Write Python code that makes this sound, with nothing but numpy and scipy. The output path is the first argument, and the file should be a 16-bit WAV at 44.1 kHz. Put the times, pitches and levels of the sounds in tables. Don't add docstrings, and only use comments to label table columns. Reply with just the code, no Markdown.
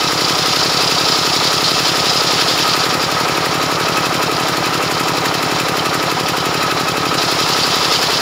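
import sys
import numpy as np
from scipy import signal
from scipy.fft import rfft, irfft
from scipy.io import wavfile

SR = 44100
rng = np.random.default_rng(int(sys.argv[2]) if len(sys.argv) > 2 else 0)


def dump(signal):
    limited = np.clip(np.atleast_2d(signal).T, -1, 1)
    pcm = np.round(limited * 32767).astype(np.int16)
    wavfile.write(sys.argv[1], SR, pcm)


N = 362046
TIME = np.arange(N) / SR


def from_db(db):
    return 10 ** (np.asarray(db) / 20)


def rms_one(x):
    return x / np.sqrt(np.mean(x ** 2) + 1e-20)


def in_time(rows):
    s, *columns = np.transpose(rows)
    return [np.interp(TIME, s, column) for column in columns]


def noise(spectrum):
    hz, db = np.transpose(spectrum)
    log_hz = np.log(np.fft.rfftfreq(N, 1 / SR) + 1)
    gain = from_db(np.interp(log_hz, np.log(hz), db))
    return rms_one(irfft(gain * rfft(rng.standard_normal(N)), N))


def flicker(per_s, depth_db):
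    steps = rng.standard_normal(N // 10)
    return from_db(depth_db * np.interp(TIME * per_s, np.arange(len(steps)), steps))


def high_pass(x, hz):
    return signal.sosfilt(signal.butter(2, hz, "high", fs=SR, output="sos"), x)


def resonate(x, hz, width_hz):
    radius = np.exp(-np.pi * width_hz / SR)
    zeros = np.array([1, 0, -1]) * (1 - radius ** 2) / 2
    poles = [1, -2 * radius * np.cos(2 * np.pi * hz / SR), radius ** 2]
    return signal.lfilter(zeros, poles, x + 1e-18)


def ringing(force, hz, width_hz):
    return rms_one(resonate(force * rng.standard_normal(N), hz, width_hz))


def swell(turns, place, width):
    distance = (turns - place + .5) % 1 - .5
    return np.exp(-.5 * (distance / width) ** 2)


def swells(turns, rows):
    return sum(from_db(db) * swell(turns, place, width) for place, width, db in rows)


def bell(s, half_s):
    return np.exp(-((TIME - s) / half_s) ** 2)


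def shed(x, t60_s=.16):
    t = TIME[:SR // 2]
    echoes = rng.standard_normal(len(t)) * from_db(-60 * t / t60_s) * (t > .004)
    echoes /= np.sqrt(np.sum(echoes ** 2))
    echoes = high_pass(echoes, hz=700)
    return signal.fftconvolve(x, echoes)[:N]


def frame(cycles, thump, third_db=-49, fourth_db=-44.5, rumble_db=-48,
          boom_hz=122, boom_width_hz=16, boom_db=-7):
    # f/Hz, spectral density level/dB
    rumble_colour = [(25, -4), (60, 8), (100, 7), (170, -3), (300, -23), (900, -42)]
    crank = 4 * np.pi * cycles
    third = from_db(third_db) * np.sin(3 * crank)
    fourth = from_db(fourth_db) * np.sin(4 * crank)
    hum = np.sqrt(2) * (third + fourth)
    boom = from_db(boom_db) * resonate(thump, boom_hz, boom_width_hz)
    return boom + hum + from_db(rumble_db) * noise(rumble_colour)


def squeal(cycles, hz=1280, width_hz=26, octave_db=-3):
    tone = signal.hilbert(ringing(1, hz, width_hz))
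    octave = tone ** 2 / (np.abs(tone) + 1e-9)
    pressure = swell(cycles, place=0.87, width=0.27)
    return rms_one((pressure * tone + from_db(octave_db) * pressure ** 4 * octave).real)


def rattle(cycles, cut_db, steel_db=-24.9, squeal_base_db=-32.2, squeal_loss_per_cut_db=.65):
    # place/cycle, width/cycle, relative level/dB
    clatter_swells = [(0.91, 0.079, -19), (0.55, 0.09, -8), (0.72, 0.063, -19)]
    # t/s, level/dB
    looseness = [(0, -21.5), (2.0, -21.5), (2.9, -19.5), (6.9, -21), (8.21, -20.5)]
    # f/Hz, spectral density level/dB
    clatter_colour = [(60, -7), (250, 0), (400, -2.5), (800, 0.5), (1100, 0.5), (1370, -1), (1550, -4.5),
                      (2400, -6.5), (3300, -15.5), (6000, -29), (15000, -31.5)]
    # f/Hz, width/Hz, relative level/dB
    steel_modes = [(430, 14, -12), (533, 20, -11), (765, 35, -11), (1003, 30, -7), (1232, 35, -2.5),
                   (1277, 30, 0)]
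    # middle t/s, half length/s, rise/dB
    squeal_swells = [(3.334, .1, 7), (3.9, 0.075, 9), (4.238, .08, 6), (4.744, 0.18, 7.5), (5.954, .16, 5),
                     (6.68, 0.088, 7)]

    clatter_db, = in_time(looseness)
    shaking = rms_one((1 + swells(cycles, clatter_swells)) * flicker(per_s=250, depth_db=1.1))
    clatter = from_db(clatter_db) * shaking * noise(clatter_colour)

    modes = sum(from_db(db) * ringing(shaking ** 2, hz, width) for hz, width, db in steel_modes)
    steel = from_db(steel_db) * rms_one(modes)

    squeal_db = squeal_base_db - squeal_loss_per_cut_db * (cut_db - cut_db.mean())
    squeal_db = squeal_db + sum(db * bell(s, half_s) for s, half_s, db in squeal_swells)
    return clatter + steel + from_db(squeal_db) * squeal(cycles)


def spits(cycles, cut_db, burst_s=0.0028, ping_hz=2630, ping_width_hz=110, ping_db=4.0):
    # place/cycle, width/cycle, relative level/dB
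    hiss_bursts = [(0.87, 0.043, 0.44), (0.01, 0.084, -5.5), (0.29, 0.043, -8)]
    # t/s, level/dB
    hard_firings = [(7.926, -21), (7.937, -27), (8.105, -21)]
    # f/Hz, spectral density level/dB
    gas_colour = [(700, -15), (1500, 6.5), (3000, 0), (5200, 0.5), (6200, -7), (7200, -0.5), (8200, -12),
                  (9700, -7), (12500, -11), (13800, -8.5), (15000, -12.5)]

    firing = swell(cycles, place=0.727, width=0.025) * flicker(per_s=14, depth_db=1.5)
    firing = from_db(cut_db + 17.5) * firing
    steady = from_db(-20.5) * (swells(cycles, hiss_bursts) + firing) * flicker(per_s=20, depth_db=1.5)
    hard = sum(from_db(db) * bell(s, burst_s) for s, db in hard_firings)
    gas = (steady + hard) * noise(gas_colour)
    ping = resonate(steady * noise(gas_colour), ping_hz, ping_width_hz)
    return gas + from_db(ping_db) * ping


def thumps(cycles, uneven_db=0.07, jitter_s=.00006):
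    # place/cycle, f/Hz, width of each of two resonances in series/Hz, level/dB
    blows = [(0.215, 106, 70, -10.0), (0.231, 160, 45, -3.1), (0.245, 318, 224, -4.1),
             (0.431, 634, 182, -6.8), (0.438, 466, 37, -8.4), (0.498, 740, 350, -5.0),
             (0.571, 424, 210, -8.4), (0.644, 351, 196, -1.3), (0.726, 385, 481, -7.3),
             (0.965, 154, 105, -5.6), (0.969, 271, 293, 1.3)]
    out = np.zeros(N)
    for place, hz, width, db in blows:
        at = np.flatnonzero(np.diff(np.floor(cycles - place)))
        late, strength = rng.standard_normal((2, N))[:, at]
        struck = np.clip(at + (jitter_s * SR * late).astype(int), 0, N - 1)
        clicks = np.zeros(N)
        clicks[struck] = from_db(uneven_db * strength)
        blow = resonate(resonate(clicks, hz, width), hz, width)
        out -= from_db(db) * rms_one(blow)
    return rms_one(out)


def engine(cycles, speed, cut_db, free_cycles_per_s=11.67, thump_db=-22.8, db_per_cycle_per_s=3.7):
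    thump_level_db = thump_db + db_per_cycle_per_s * (speed - free_cycles_per_s)
    thump = from_db(thump_level_db) * thumps(cycles)
    bright = high_pass(rattle(cycles, cut_db) + spits(cycles, cut_db), hz=253)
    return thump + frame(cycles, thump) + bright


def feed():
    # start t/s, easing-off t/s, initial cutting level/dB,
    # initial coarse tearing relative to the cut/dB
    pushes = [(-0.1, 2.52, -18.9, -15), (7.168, 7.95, -18.5, -8)]
    catch_share, build_s, release_s = .62, 0.16, 0.51
    louder_db_per_s, coarser_db_per_s = 0.43, 3.5
    rub_start_db, rub_coarse_db, drag_db, drag_s = -25, -10.5, 4, 1.6

    cut_db, coarse_db = rub_start_db, rub_coarse_db
    for start, end, push_db, tear_db in pushes:
        held = np.clip(TIME - start, 0, end - start)
        eased = np.maximum(TIME - end, 0)
        attack = (TIME > start) * (1 - (1 - catch_share) * np.exp(-held / build_s))
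        load = attack * np.clip(1 - eased / release_s, 0, 1)
        rub_db = cut_db + drag_db * (TIME > end) * np.exp(-eased / drag_s)
        cut_db = (1 - load) * rub_db + load * (push_db + louder_db_per_s * held)
        coarse_db = (1 - load) * coarse_db + load * (tear_db + coarser_db_per_s * held)
    return cut_db, coarse_db


def saw(turns, cut_db, depth_db):
    # place/turn, width/turn, relative level/dB
    bites = [(.1, 0.05, 1.5), (0.84, 0.1, -4), (0.72, 0.048, -5.5)]
    # f/Hz, spectral density level/dB
    cut_colour = [(900, -5.5), (1800, -10), (2700, -9.5), (3700, -3.5), (4900, -3), (5550, -1.5),
                  (6200, -11), (6900, -9.5), (7500, -13), (8100, -23.5), (9600, -18.5), (12000, -25),
                  (13700, -33), (14700, -23)]
    # f/Hz, width/Hz, relative level/dB, rise per rise of the cut/(dB/dB)
    blade_modes = [(2637, 82, -2.5, 0.8), (3080, 40, 0, 0.3), (3530, 290, -2.5, 1), (3962, 85, 2.5, 0.8),
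                   (4270, 46, 0.5, 1.3), (4620, 160, 2, 1.5), (4890, 180, 3, 1.63), (5130, 65, -1.5, 1.93),
                   (5150, 110, -6.5, 2.8), (6640, 140, -10, 0.5)]

    wobble_start, wobble_left, wobble_settles_s = 1.2, 0.24, 1.5
    wobble = wobble_left + wobble_start / (1 + (TIME / wobble_settles_s) ** 10)
    bite = 1 + swells(turns, bites) + wobble * swell(turns, place=0.416, width=0.043)
    force = rms_one(bite * flicker(per_s=80, depth_db=1.03) * flicker(per_s=700, depth_db=1.5))

    tearing = noise(cut_colour)
    rasp_band = signal.butter(2, [3100, 6800], "band", fs=SR, output="sos")
    rasp = signal.sosfiltfilt(rasp_band, tearing)
    sawdust = tearing - rasp
    cutting = from_db(cut_db - 1.0) * (force * rasp + force ** 0.059 * sawdust)

    body = noise([(1400, -39), (2700, -3.5), (3500, -1), (5000, -16), (9000, -47)])
    coarse = from_db(cut_db + depth_db - 1.5) * force * body

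    push_db = cut_db - cut_db.mean()
    plate = 0
    for hz, width, db, follows in blade_modes:
        grip = rms_one(force * flicker(per_s=25, depth_db=2.5))
        plate = plate + from_db(db + follows * push_db) * ringing(grip, hz, width)
    return cutting + coarse + from_db(-34.5) * plate


def scene(start_cycle=.459, belt_ratio=.8414, shed_db=-16):
    # t/s, four-stroke cycles per second/(1/s)
    speed_curve = [(0.0, 11.471), (0.5, 11.381), (1.1, 11.302), (1.8, 11.383), (2.6, 11.251), (3.2, 11.662),
                   (4.2, 11.687), (5.5, 11.658), (7.1, 11.675), (7.7, 11.217), (8.21, 10.712)]
    speed, = in_time(speed_curve)
    cycles = np.cumsum(speed) / SR
    cut_db, coarse_db = feed()
    blade = high_pass(saw(cycles * belt_ratio, cut_db, coarse_db), hz=563)
    machine = engine(cycles + start_cycle, speed, cut_db) + blade
    return (machine + from_db(shed_db) * shed(machine))[None]


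def record(dry, cutoff_hz=15600):
    thin = high_pass(dry, hz=56.0)
    rounded = 1.088 * np.tanh(thin / 1.08)
    top_cut = signal.ellip(12, .2, 90, cutoff_hz, fs=SR, output="sos")
    return signal.sosfilt(top_cut, rounded)


dry = scene()
out = record(dry)
dump(out)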